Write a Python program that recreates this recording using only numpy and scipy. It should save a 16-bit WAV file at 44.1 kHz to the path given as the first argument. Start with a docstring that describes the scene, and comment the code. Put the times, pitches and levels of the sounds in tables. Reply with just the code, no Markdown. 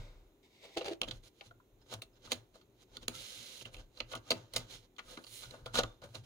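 """First comes a low, wobbling hum: a thin steel cover flexes as a hand works it loose from a chassis.
A second plate whispers over the carpeted bench, then groans briefly as it is shoved aside.
Fingers stick and slip on the cover, it clicks and rattles on screw heads, and small parts ping.
A quiet room lies under it all, and everything is heard close up, in stereo."""
import sys
import numpy as np
from scipy import signal
from scipy.fft import rfft, irfft
from scipy.io import wavfile
from scipy.ndimage import uniform_filter1d

SR = 44100
rng = np.random.default_rng(int(sys.argv[2]) if len(sys.argv) > 2 else 0)


def materialize(psi):
    """Save the field psi as 16-bit PCM at rate SR to the path in sys.argv[1].

    A 1-D psi becomes a single channel; in a 2-D psi each row is a channel.
    """
    bounded = np.clip(np.atleast_2d(psi).T, -1, 1)
    quanta = np.round(bounded * 32767).astype(np.int16)
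    wavfile.write(sys.argv[1], SR, quanta)


N = 275625  # 6.25 seconds


def gain_of(db):
    return 10 ** (np.asarray(db) / 20)


def unit_level(x):
    return x / np.sqrt(np.mean(x ** 2) + 1e-20)


def curve_at(points, hz):
    freqs, values = np.transpose(points)
    return np.interp(np.log(hz + 1), np.log(freqs + 1), values)


def add_at(mix, start_s, sound):
    part = mix[:, round(start_s * SR):][:, :sound.shape[1]]
    part += sound[:, :part.shape[1]]


def filtered(x, gain):
    """Turns each frequency up or down by gain(hz)."""
    return irfft(rfft(x) * gain(np.fft.rfftfreq(x.shape[-1], 1 / SR)), x.shape[-1])


def above(edge_hz, hz, steepness):
    """Near 0 below the edge and near 1 above it."""
    return 1 / (1 + (edge_hz / (hz + 1)) ** steepness)


def wander(shape, smooth):
    """A random wiggle, smoothed over that many points."""
    return unit_level(uniform_filter1d(rng.standard_normal(shape), smooth))


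def peaks(modes, hz):
    """Gain with a peak at each mode, a note that the steel likes to ring at."""
    return np.sqrt(sum(gain_of(2 * db) / (1 + (2 * (hz - f) / width) ** 2) ** 2
                       for f, width, db in modes))


def swells(full_s, rise, hold, fall, db, tiring_db_per_s=9.5):
    """Loudness of moves that climb 20 dB during rise, weaken during hold and drop 20 dB during fall."""
    t = np.arange(0, N, 32)[:, None] / SR
    rise, hold, fall = (np.maximum(x, .001) for x in (rise, hold, fall))
    fade_db = 20 * np.maximum(np.maximum((full_s - t) / rise, (t - full_s - hold) / fall), 0)
    tired_db = tiring_db_per_s * np.clip(t - full_s, 0, hold)
    return np.interp(np.arange(N) / SR, t[:, 0], gain_of(db - fade_db - tired_db).sum(1))


# Each row: frequency in Hz, how alike left and right are (1 means the same).
LIKENESS = [(60, 0.99), (500, 0.85), (1500, 0.3), (15000, 0.75)]
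def stereo_noise(size):
    """Left and right noise, partly alike, as from a nearby source."""
    left, other = rng.standard_normal((2, size))
    same = lambda hz: np.clip(curve_at(LIKENESS, hz), 0, 1)
    right = filtered(left, same) + filtered(other, lambda hz: np.sqrt(1 - same(hz) ** 2))
    return np.array([left, right])


# Jolts of the hand. Each row: time of full strength and hold in seconds, hum and wobble in dB.
JOLTS = [(0., .01, -53, -46.5), (0.115, 0.16, -79, -59.5), (0.775, .01, -71, -83), (0.917, 0.013, -68, -78),
         (1.076, 0.11, -55, -53), (1.478, 0.093, -65, -78), (1.73, .1, -76, -71),
         (1.951, 0.021, -54, -68.5), (2.097, 0.19, -79, -68), (2.327, 0.045, -53.5, -81),
         (2.596, 0.23, -74, -82), (2.945, 0.13, -66.5, -60.5), (3.103, 0.1, -62, -62),
         (3.373, 0.036, -65, -77), (3.62, .06, -59, -80), (3.753, 0.091, -63, -55),
         (4.022, 0.042, -60, -59), (4.15, 0.04, -61.5, -58), (4.347, 0.053, -51.5, -78.5),
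         (4.583, 0.028, -53, -57.5), (4.747, 0.065, -70, -67.5), (5.055, 0.12, -73, -69.5),
         (5.303, .03, -66, -73.5), (5.462, 0.034, -57.5, -58.5), (5.627, 0.047, -54.5, -60),
         (5.786, .04, -47, -50), (5.86, .01, -62.5, -55.5), (6.047, 0.023, -56, -74),
         (6.19, 0.013, -50, -67)]
def cover_flexing():
    """Each jolt shakes the two lowest modes of the loose cover: a hum and a deeper wobble."""
    full_s, hold, hum_db, wobble_db = np.transpose(JOLTS)
    shake, t = stereo_noise(N), np.arange(N) / SR

    def mode(pitch_hz, width_hz):
        rumble = filtered(shake, lambda hz: (hz > 28) / (1 + ((hz - pitch_hz) / width_hz) ** 2))
        note = np.sin(2 * np.pi * (pitch_hz * t + rng.random()))
        return unit_level(unit_level(rumble) + 0.96 * note)

    hum = mode(114, 16.5) * swells(full_s, rise=0.07, hold=hold, fall=0.09, db=hum_db)
    wobble = mode(31, 24) * swells(full_s, rise=0.07, hold=hold, fall=0.091, db=wobble_db)
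    return hum + wobble


# Tone of steel on carpet. Each row: frequency in Hz, level in dB.
CARPET_TONE = [(590, -13), (1000, -7), (1110, -29), (1400, -44), (1550, -20), (2140, 0.5), (2480, -6),
               (3420, -6), (3710, 0.5), (4060, -7), (6820, -15), (10700, -28.5), (15600, -28)]
# Slides of the plate. Each row: time of full strength, rise, hold and fall in seconds, level in dB.
PLATE_SLIDES = [(0., .01, .003, 0.23, -61), (0.431, 0.0031, 0.029, 0.044, -69.5),
                (0.54, 0.09, 0.032, 0.062, -69.5), (0.64, 0.056, .004, .08, -57),
                (0.754, 0.085, .004, .005, -58.5)]
def plate_whisper():
    """The second plate drags over the carpet with a soft hiss, a little to the left."""
    hiss = unit_level(filtered(stereo_noise(N), lambda hz: gain_of(curve_at(CARPET_TONE, hz))))
    return hiss * swells(*np.transpose(PLATE_SLIDES)) * gain_of([[2.1], [-2.1]])


# The cover's modes, rung by rubs and by hits. 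Each row: pitch in Hz, width in Hz, level in dB.
LOW_MODES = [(162, 24, -11), (183.5, 12, -10), (241.2, 18, 2), (289, 39, -1), (331.2, 12.2, -4),
             (405, 32, -0.5)]
MIDDLE_MODES = [(504.7, 47, 0.5), (567, 40, -4.5), (652, 29.5, -4), (761, 44, -5), (901.6, 36, -7),
                (1027, 37, -7.5), (1168, 29, -7), (1160, 30, -8), (1244, 45, 2), (1437, 40, 2.5),
                (1534, 210, -0.5)]
UPPER_MODES = [(2060, 22, 13), (2372, 69, 6), (2754, 38, 7), (3104, 140, 5), (3500, 310, -13.5),
               (3450, 22, -40), (3956, 200, -6), (4114, 13, 13.5), (4170, 40, 0.5), (5030, 70, -33),
               (5240, 22, -11), (6600, 78, 5.5), (6890, 31, 13)]
# Tone of a rub's hiss, body and high sheen. Each row: frequency in Hz, level in dB.
HISS_TONE = [(710, -50.5), (1200, -23), (1270, -13), (1800, -9.5), (2160, -3), (2550, -4.5), (2830, 1),
             (4040, 4.5), (4780, -3.5), (6510, -1.5), (8000, -10), (10400, -60.5), (17600, -120)]
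BODY_TONE = [(100, -42.5), (170, 1.5), (231, -2), (446, -5), (515, 3), (817, -5.5), (883, -1.5), (1250, -9),
             (1700, -10.5), (2210, -25), (3740, -120)]
SHEEN_TONE = [(4120, -30), (7000, 0), (7770, -6), (8250, -5), (9720, -1), (12900, -13), (15600, -10)]
# Each row: time of full strength, rise, hold and fall in seconds, then hiss, body and sheen in dB.
RUBS = [(0., 0.011, 0.0038, .3, -79, -60, -95), (1.08, 0.011, .002, 0.042, -55, -48.5, -75),
        (1.122, .02, 0.047, 0.044, -65, -66, -76.5), (1.237, 0.011, .045, 0.015, -63, -71, -72.5),
        (1.398, 0.08, .003, .01, -70, -82, -82), (1.464, 0.062, .004, .035, -62, -69, -73.5),
        (1.824, .04, .002, 0.017, -74, -70, -90), (1.863, 0.0084, .002, 0.0087, -81, -69, -90),
        (1.931, 0.042, 0.013, 0.015, -47.5, -51, -60), (1.955, .01, 0.043, 0.024, -74, -67, -86),
        (2.172, 0.059, .002, 0.017, -71.5, -68.5, -90), (2.256, 0.041, .004, 0.035, -55.5, -58, -71),
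        (2.314, 0.022, .002, 0.0079, -49.5, -51, -62), (2.341, 0.034, 0.0034, 0.089, -59, -58, -82),
        (2.549, 0.021, .003, .09, -67, -65.5, -80), (2.83, 0.068, 0.0037, 0.012, -64, -68.5, -76.5),
        (2.962, 0.07, 0.0033, .01, -60, -60, -76), (3.031, 0.032, .002, .03, -58, -59, -73),
        (3.115, 0.0051, .002, 0.03, -73, -56, -78), (3.147, 0.027, 0.48, .018, -50, -63, -59.5),
        (3.673, .01, .002, 0.037, -61, -54.5, -79), (3.741, 0.025, 0.0027, 0.029, -58, -60, -65),
        (3.796, 0.03, 0.0046, 0.048, -60.5, -58, -75), (3.98, 0.059, 0.02, 0.012, -62, -66, -75),
        (4.128, 0.043, .004, 0.012, -49.5, -53, -61), (4.156, 0.015, 0.024, 0.016, -56.5, -54.5, -77),
        (4.285, 0.058, 0.013, 0.011, -58, -59.5, -72), (4.355, 0.024, 0.016, 0.14, -60.5, -56, -77),
        (4.56, 0.028, 0.0018, 0.0087, -48, -52, -66), (4.59, .01, 0.017, 0.069, -55.5, -53, -73),
        (4.709, 0.035, 0.046, 0.056, -52, -60, -64.5), (4.835, 0.037, 0.024, 0.016, -73, -72, -88.5),
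        (5.104, .08, 0.022, 0.1, -55.5, -57.5, -65), (5.19, 0.011, 0.0026, 0.03, -92, -55, -100),
        (5.34, 0.099, 0.047, 0.079, -54, -68.5, -55), (5.429, 0.034, .005, 0.081, -53, -61.5, -65.5),
        (5.503, 0.025, .004, 0.045, -70, -66, -78), (5.536, 0.036, 0.0044, 0.16, -66, -56.5, -75.5),
        (5.682, 0.025, 0.034, .02, -75, -64, -86), (5.744, 0.01, 0.034, 0.0087, -41.5, -46, -53.5),
        (5.787, 0.022, 0.0031, 0.021, -29.5, -35, -46), (5.839, .01, 0.0015, 0.01, -51, -40.5, -74),
        (5.852, .01, .003, 0.14, -64, -60, -78), (6.04, 0.017, .002, 0.04, -58.5, -49, -66.5),
        (6.093, 0.029, .04, 0.009, -75, -76, -82), (6.15, 0.012, .002, 0.048, -50, -51, -62.5),
        (6.24, 0.014, .01, .01, -69, -69, -79)]
def cover_rubbing():
    """Fingers and edges stick and slip on the cover, and the tiny grains of noise ring the steel."""
    roughness = gain_of(1.63 * wander(N, smooth=60))
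    grains = stereo_noise(N) * roughness
    top = lambda hz: above(7300, hz, steepness=12)
    band = lambda tone, shape: filtered(grains, lambda hz: gain_of(curve_at(tone, hz)) * shape(hz))
    hiss = band(HISS_TONE, lambda hz: (1 - top(hz)) * (1 + 0.37 * peaks(UPPER_MODES, hz)))
    body = band(BODY_TONE, lambda hz: 1 + 2.5 * peaks(LOW_MODES + MIDDLE_MODES, hz))
    sheen = band(SHEEN_TONE, top)
    *timing, hiss_db, body_db, sheen_db = np.transpose(RUBS)
    layers = (hiss, hiss_db), (body, body_db), (sheen, sheen_db)
    return sum(unit_level(sound) * swells(*timing, db) for sound, db in layers)


# Tone of the quiet room. Each row: frequency in Hz, level in dB.
AIR_TONE = [(20, -51), (31, 4.5), (107, -4), (188, -6.5), (390, 2), (446, -6), (948, -17), (1460, -21),
            (1620, -22.5), (3270, -23.5), (3950, -22.5), (4770, -35), (6770, -25), (7960, -36),
            (15600, -28.5)]
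def room_air(level_db=-69.5):
    """The room's faint, steady background noise."""
    noise = filtered(stereo_noise(N), lambda hz: gain_of(curve_at(AIR_TONE, hz)))
    return gain_of(level_db) * unit_level(noise)


# Each row: frequency in Hz, seconds for the echo to fade by 60 dB.
ECHO_FADES = [(200, 0.25), (1000, 0.29), (4000, 0.12), (12000, 0.21)]
def room_echo(sound):
    """Many small reflections blur together, each frequency dying at its own speed."""
    echoes = np.zeros((2, SR // 2))
    delays = np.arange(300, SR // 2 - 20, 20) + rng.integers(0, 20, (2, (SR // 2 - 301) // 20))
    np.put_along_axis(echoes, delays, rng.choice([-1., 1.], delays.shape), 1)
    hz, t, spectrum = signal.stft(echoes, SR, nperseg=256)
    fade = gain_of(-60 * t / curve_at(ECHO_FADES, hz)[:, None])
    tail = signal.istft(spectrum * fade, SR, nperseg=256)[1]
    return signal.fftconvolve(sound, tail / np.linalg.norm(tail[0]), axes=1)[:, :N]


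# The second plate's modes. Each row: pitch in Hz, width in Hz, level in dB.
PLATE_MODES = [(340.2, 20, 1.5), (404.4, 27, -0.5), (492, 62, -1), (572, 25, -7), (660, 46, -0.5),
               (792, 52, -4), (890, 40, -28.5), (1255, 40, -22)]
# Tone of the plate's grit and the cover's clicks. Each row: frequency in Hz, level in dB.
STEEL_TONE = [(880, -7), (1500, -4), (1800, -4.5), (2090, -2.5), (2530, -3.5), (2690, 1), (4410, 0),
              (5130, -9), (6670, -6), (7690, -15.5), (9120, -11), (13400, -27.5), (15300, -18),
              (16700, -23)]
# Jerks of the plate. Each row: time of full strength, rise, hold and fall in seconds,
# groan in dB, favoured pitch in Hz, grit in dB.
PLATE_JERKS = [(0.654, 0.052, .003, 0.017, -56, 567, -59), (0.69, 0.057, .003, 0.076, -61.5, 413, -64),
               (0.771, 0.0064, 0.0056, 0.031, -33.5, 405, -38), (0.815, .005, 0.0059, .04, -48.5, 495, -55),
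               (0.844, .005, 0.011, 0.023, -47, 355, -51), (0.86, .008, 0.0067, 0.02, -44, 520, -51.5),
               (0.881, 0.018, 0.0069, 0.027, -37.5, 455, -43),
               (0.912, 0.0037, 0.017, 0.023, -40.5, 329, -50)]
def plate_groan():
    """The shoved plate judders with a gritty scrape, and each jerk favours different modes."""
    *timing, groan_db, favoured_hz, grit_db = np.transpose(PLATE_JERKS)
    mode_hz, _, mode_db = np.transpose(PLATE_MODES)[:, :, None]
    closeness = lambda ratio: gain_of(-90 * np.log2(ratio) ** 2)
    ratios = mode_hz / favoured_hz
    weights = gain_of(mode_db) * (closeness(ratios) + 0.5 * closeness(ratios / 1.8))
    shares_db = 20 * np.log10(weights / np.linalg.norm(weights, axis=0))
    shake, t = stereo_noise(N), np.arange(N) / SR
    groan = np.zeros((2, N))
    for share_db, mode in zip(shares_db, PLATE_MODES):
        note = np.sin(2 * np.pi * (mode[0] * t + rng.random()))
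        rasp = unit_level(filtered(shake, lambda hz: peaks([mode], hz)))
        groan += swells(*timing, groan_db + share_db) * unit_level(note + 0.64 * rasp)
    judder = gain_of(3.3 * wander(N, smooth=150))
    scrape = filtered(shake, lambda hz: gain_of(curve_at(STEEL_TONE, hz) - 8 * above(7000, hz, 6)))
    grit = unit_level(scrape * judder) * swells(*timing, grit_db)
    return groan * gain_of([[-1.1], [1.1]]) + grit * gain_of([[2.1], [-2.1]])


HIT_SAMPLES, CLICK_LEAD_S = 8192, .012  # the lead gives a click time to rise before its peak
def click(treble_db, bright_hz, rise_s, rattle_s):
    """A sharp tick, then tiny uneven bounces, ringing the cover's upper modes."""
    t = np.arange(HIT_SAMPLES) / SR - CLICK_LEAD_S
    bounces = gain_of(3.5 * wander(HIT_SAMPLES, smooth=60) * np.clip(t / .004, 0, 1))
    attack = np.exp(np.minimum(t, 0) / max(rise_s, .0002))
    fade = lambda seconds: gain_of(-60 * abs(t) / seconds)
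    decay = fade(max(rattle_s, .005)) + 0.4 * fade(0.0035) + 0.014 * fade(0.23)  # rattle, tick, tail
    luck_db = 2.5 * wander(HIT_SAMPLES // 2 + 1, smooth=40)  # pitches that this hit favours

    def tone(hz):
        bright_db = 8 * np.exp(-(np.log((hz + 1) / bright_hz) / 0.21) ** 2)
        top_db = (treble_db + 13.5) * above(7000, hz, 6)
        db = curve_at(STEEL_TONE, hz) + luck_db + bright_db + top_db
        return gain_of(db) * above(1100, hz, 4) * (1 + 0.63 * peaks(UPPER_MODES, hz))

    sound = filtered(stereo_noise(HIT_SAMPLES), tone) * attack * decay * bounces
    return sound / np.sqrt(uniform_filter1d(sound ** 2, 88, axis=1).max())  # loudest 2 ms at level 1


def cover_ring(modes, centre_hz):
    """Struck modes die away; the spot that is hit favours those near one pitch, with some luck."""
    hz, width, db = np.transpose(modes)[:, :, None]
    t = np.arange(HIT_SAMPLES) / SR
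    luck, phase = rng.standard_normal((2, len(modes), 1))
    db = db + 2 * luck - 4.6 * np.log2(hz / centre_hz) ** 2
    ring = (gain_of(db) * np.exp(-np.pi * width * t) * np.sin(2 * np.pi * hz * t + phase)).sum(0)
    ring *= 1 - np.exp(-t / 0.0014)  # the bass takes a moment to build
    return ring / abs(ring).max() * np.ones((2, 1))


# Each row: time in seconds, click level in dB, thud and clank in dB above the click, clank pitch in Hz,
# treble in dB (-13.5 is neutral), bright spot in Hz, rise in seconds, seconds for the rattle to fade
# by 60 dB, and how many dB louder the click is on the left.
COVER_HITS = [(0.811, -42.5, -16, 7, 510, -46, 2530, 0.0018, 0.081, -3.5),
              (1.0163, -24.5, -19, -10.5, 496, -15, 3300, 0.00058, 0.018, -0.5),
              (1.033, -34.5, -27, -5, 495, -28, 3140, 0.0013, 0.051, 0),
              (1.0852, -41, -6, -17, 522, -12, 3440, 0.001, 0.033, 0),
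              (1.1113, -35, -30, -12.5, 554, -21, 4000, 0.0012, 0.03, 1.5),
              (1.4109, -45, -22, -4.5, 695, -36, 2110, 0.0013, 0.028, 8.5),
              (1.51, -64.5, -13, 7.5, 680, -36, 3870, 0.0012, 0.025, 4),
              (1.9251, -51.5, -16, 16.5, 505, -15, 4430, 0.001, 0.035, -4),
              (1.9395, -37.5, -23, -3, 474, -2, 3330, 0.00052, 0.014, 6),
              (2.0208, -39.5, -20.5, -11, 530, -6.5, 3750, 0.0014, 0.038, 4.5),
              (2.274, -58.5, -2, 7.5, 1240, -8, 2800, 0.001, 0.064, 10),
              (2.319, -25.5, -14.5, -8, 510, -7.5, 3800, 0.00082, 0.048, 0.5),
              (2.5544, -64.5, -17.5, 14.5, 519, -5, 4370, 0.001, 0.087, 1),
              (2.613, -64.5, -19, 2.5, 1350, -20, 4250, 0.001, 0.062, 3),
              (2.9693, -38.5, -13.5, -12, 1270, -16, 4070, 0.00089, 0.022, 1.5),
              (3.029, -51.5, -3.5, -11, 533, -10, 3320, 0.00079, 0.045, 5),
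              (3.0823, -27.5, -10, -10.5, 510, -10, 4200, 0.00086, 0.012, 0.5),
              (3.612, -46, -14, -5.5, 605, -32, 2880, 0.00088, 0.012, -5),
              (3.656, -40.5, -11.5, -9, 627, -13, 2690, 0.0065, 0.063, -1),
              (3.745, -44.5, -23, -10, 576, -35, 2520, 0.001, 0.033, -5),
              (3.7669, -52, -3, -4, 568, -8, 2960, 0.0008, 0.12, 3),
              (3.975, -49.5, -25, -8, 1100, -17, 4320, 0.002, 0.03, 0),
              (4.0041, -30, -18.5, -8, 596, -37, 2320, 0.0014, 0.024, -4),
              (4.1166, -47.5, -16, 2, 1200, -23, 4180, 0.001, 0.045, 0),
              (4.1353, -39.5, -29, 5.5, 1030, -35, 2720, 0.0013, 0.037, 2),
              (4.1522, -40.5, -7.5, 1, 1170, -7, 2920, 0.001, 0.038, -1),
              (4.3067, -20.5, -18, -5, 473, -9.5, 4600, 0.0012, 0.055, 2.5),
              (4.3168, -24.5, -10.5, -3.5, 486, -40, 4670, 0.00082, 0.024, 9.5),
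              (4.5368, -41, -20, -2, 490, -4, 4300, 0.0011, 0.05, 1),
              (4.563, -26, -21, -5, 650, -5, 4740, 0.00072, 0.053, 4),
              (4.9648, -61, -38, -15, 1110, -18.5, 3930, 0.0016, 0.04, -1),
              (4.9838, -47, -27, 3, 1370, -15, 2240, 0.00044, 0.064, 2),
              (4.9922, -39.5, -22, -3, 1180, -38, 1850, 0.00058, 0.043, 8.5),
              (5.1735, -45.5, 3, 2.5, 1210, -21, 2370, 0.0015, 0.042, -1),
              (5.2409, -51, -23, -3, 870, -8, 4840, 0.0015, 0.042, 0),
              (5.267, -49.5, -25, -7, 522, -11, 4400, 0.0011, 0.15, 0),
              (5.4327, -50, -28, 5, 1180, -14, 3940, 0.003, 0.073, -9),
              (5.5096, -44, -12, -12, 511, -13, 4000, 0.0015, 0.023, -2),
              (5.5381, -58.5, -3, 13.5, 514, -19, 2400, 0.0009, 0.18, 5),
              (5.661, -42.5, -14, 6, 676, -11.5, 3800, 0.0026, 0.064, -0.5),
              (5.742, -43, -3, 8.5, 1270, -9, 3200, 0.0019, 0.14, 7),
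              (5.755, -31, -34, 4.5, 1480, -7, 3930, 0.00079, 0.012, -3),
              (5.7877, -25.5, -9, 5.5, 592, -16, 3730, 0.0012, 0.034, 9),
              (5.798, -35, -14, 6.5, 685, -44, 3800, 0.001, 0.048, -2),
              (5.808, -38, -22, -23, 479, -33, 3540, 0.001, 0.028, 8),
              (5.8353, -35.5, -13.5, 2.5, 1120, -16, 2970, 0.0014, 0.014, -3),
              (6.0188, -57, -15, 9.5, 706, -11.5, 3950, 0.0011, 0.073, -1),
              (6.033, -56.5, -25, -13, 534, -37, 4600, 0.00088, 0.11, 11),
              (6.1536, -42, -12, -1.5, 610, -19, 3900, 0.0016, 0.038, -3.5)]
def cover_hits():
    """The cover strikes screws and frame, each time with a click, a clank and a low thud."""
    mix = np.zeros((2, N))
    for s, db, thud_db, clank_db, clank_hz, treble_db, bright_hz, rise, rattle, left_db in COVER_HITS:
        pan = gain_of([[left_db / 2], [-left_db / 2]])
        add_at(mix, s - CLICK_LEAD_S, gain_of(db) * click(treble_db, bright_hz, rise, rattle) * pan)
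        clank = gain_of(db + clank_db) * cover_ring(MIDDLE_MODES, clank_hz)
        thud = gain_of(db + thud_db) * cover_ring(LOW_MODES, centre_hz=342)
        add_at(mix, s, clank + thud)
    return mix


# Each row: start in seconds, level in dB, pitch in Hz, seconds to fade by 60 dB.
CHASSIS_PINGS = [(1.41, -48, 795, 0.087), (1.51, -43.5, 1420, 0.031), (1.51, -53, 680, 0.057),
                 (1.6, -50.5, 1400, 0.034), (1.6, -58, 1010, 0.047), (1.815, -65.5, 5150, 0.087),
                 (2.13, -77, 5200, 0.13), (3.138, -51, 1344, 0.14), (4.265, -56.5, 1234, 0.077),
                 (5.076, -60, 1250, 0.33), (5.44, -54, 1430, 0.18), (5.541, -61, 1150, 0.088),
                 (5.666, -50.5, 1390, 0.2), (5.85, -59.5, 3600, 0.34)]
def chassis_pings():
    """Small parts of the chassis ring on, each with one wavering, dying note."""
    mix, t = np.zeros((2, N)), np.arange(HIT_SAMPLES) / SR
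    for start_s, db, hz, fade_s in CHASSIS_PINGS:
        waver = 1 + 0.86 * wander((2, HIT_SAMPLES), smooth=300)
        loudness = gain_of(db - 60 * t / fade_s) * (1 - np.exp(-t / 0.0054))
        add_at(mix, start_s, loudness * np.sin(2 * np.pi * hz * t) * waver)
    return mix


def scene():
    """Mixes the handling sounds and their echo with the low flexing and the room's air."""
    trim_top = lambda hz: 1 / (1 + (hz / 15750) ** 300)  # rubs and air reach less high than hits
    handling = cover_hits() + chassis_pings() + plate_groan() + plate_whisper()
    handling += filtered(cover_rubbing(), trim_top)
    echo = gain_of(-14.5) * room_echo(handling)
    return handling + echo + cover_flexing() + filtered(room_air(), trim_top)


# Each row: frequency in Hz, how many dB louder the left channel is than the right.
LEFT_LOUDER = [(60, 0.5), (110, 0.5), (200, 1.5), (380, 1.5), (700, 3.0), (1290, 2.5), (2380, -3.0),
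               (4400, -8.0), (8120, -8), (15000, -8)]
# Each row: frequency in Hz, phase lead (head start) of the left channel over the right in radians.
LEFT_PHASE_LEAD = [(0, 0), (860, 0.2), (1460, 1.9), (2070, 5.8), (2410, 7.5), (2760, 7.8), (3010, 9.7),
                   (4220, 11.2), (4480, 12.2), (5340, 11.7), (5770, 18.0), (6290, 18.6), (7410, 18.9),
                   (16500, 18.8)]
def record(dry, top_hz=16600):
    """The two channels differ in level and timing, and the highest treble is cut."""
    side = np.array([[1], [-1]])
    level = lambda hz: gain_of(side * curve_at(LEFT_LOUDER, hz) / 2)
    phase = lambda hz: np.exp(.5j * side * curve_at(LEFT_PHASE_LEAD, hz))
    heard = filtered(dry, lambda hz: level(hz) * phase(hz))
    treble_cut = signal.firwin(511, top_hz, window=("kaiser", 9), fs=SR)
    return signal.oaconvolve(heard, treble_cut[None], "same")


dry = scene()
out = record(dry)
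materialize(out)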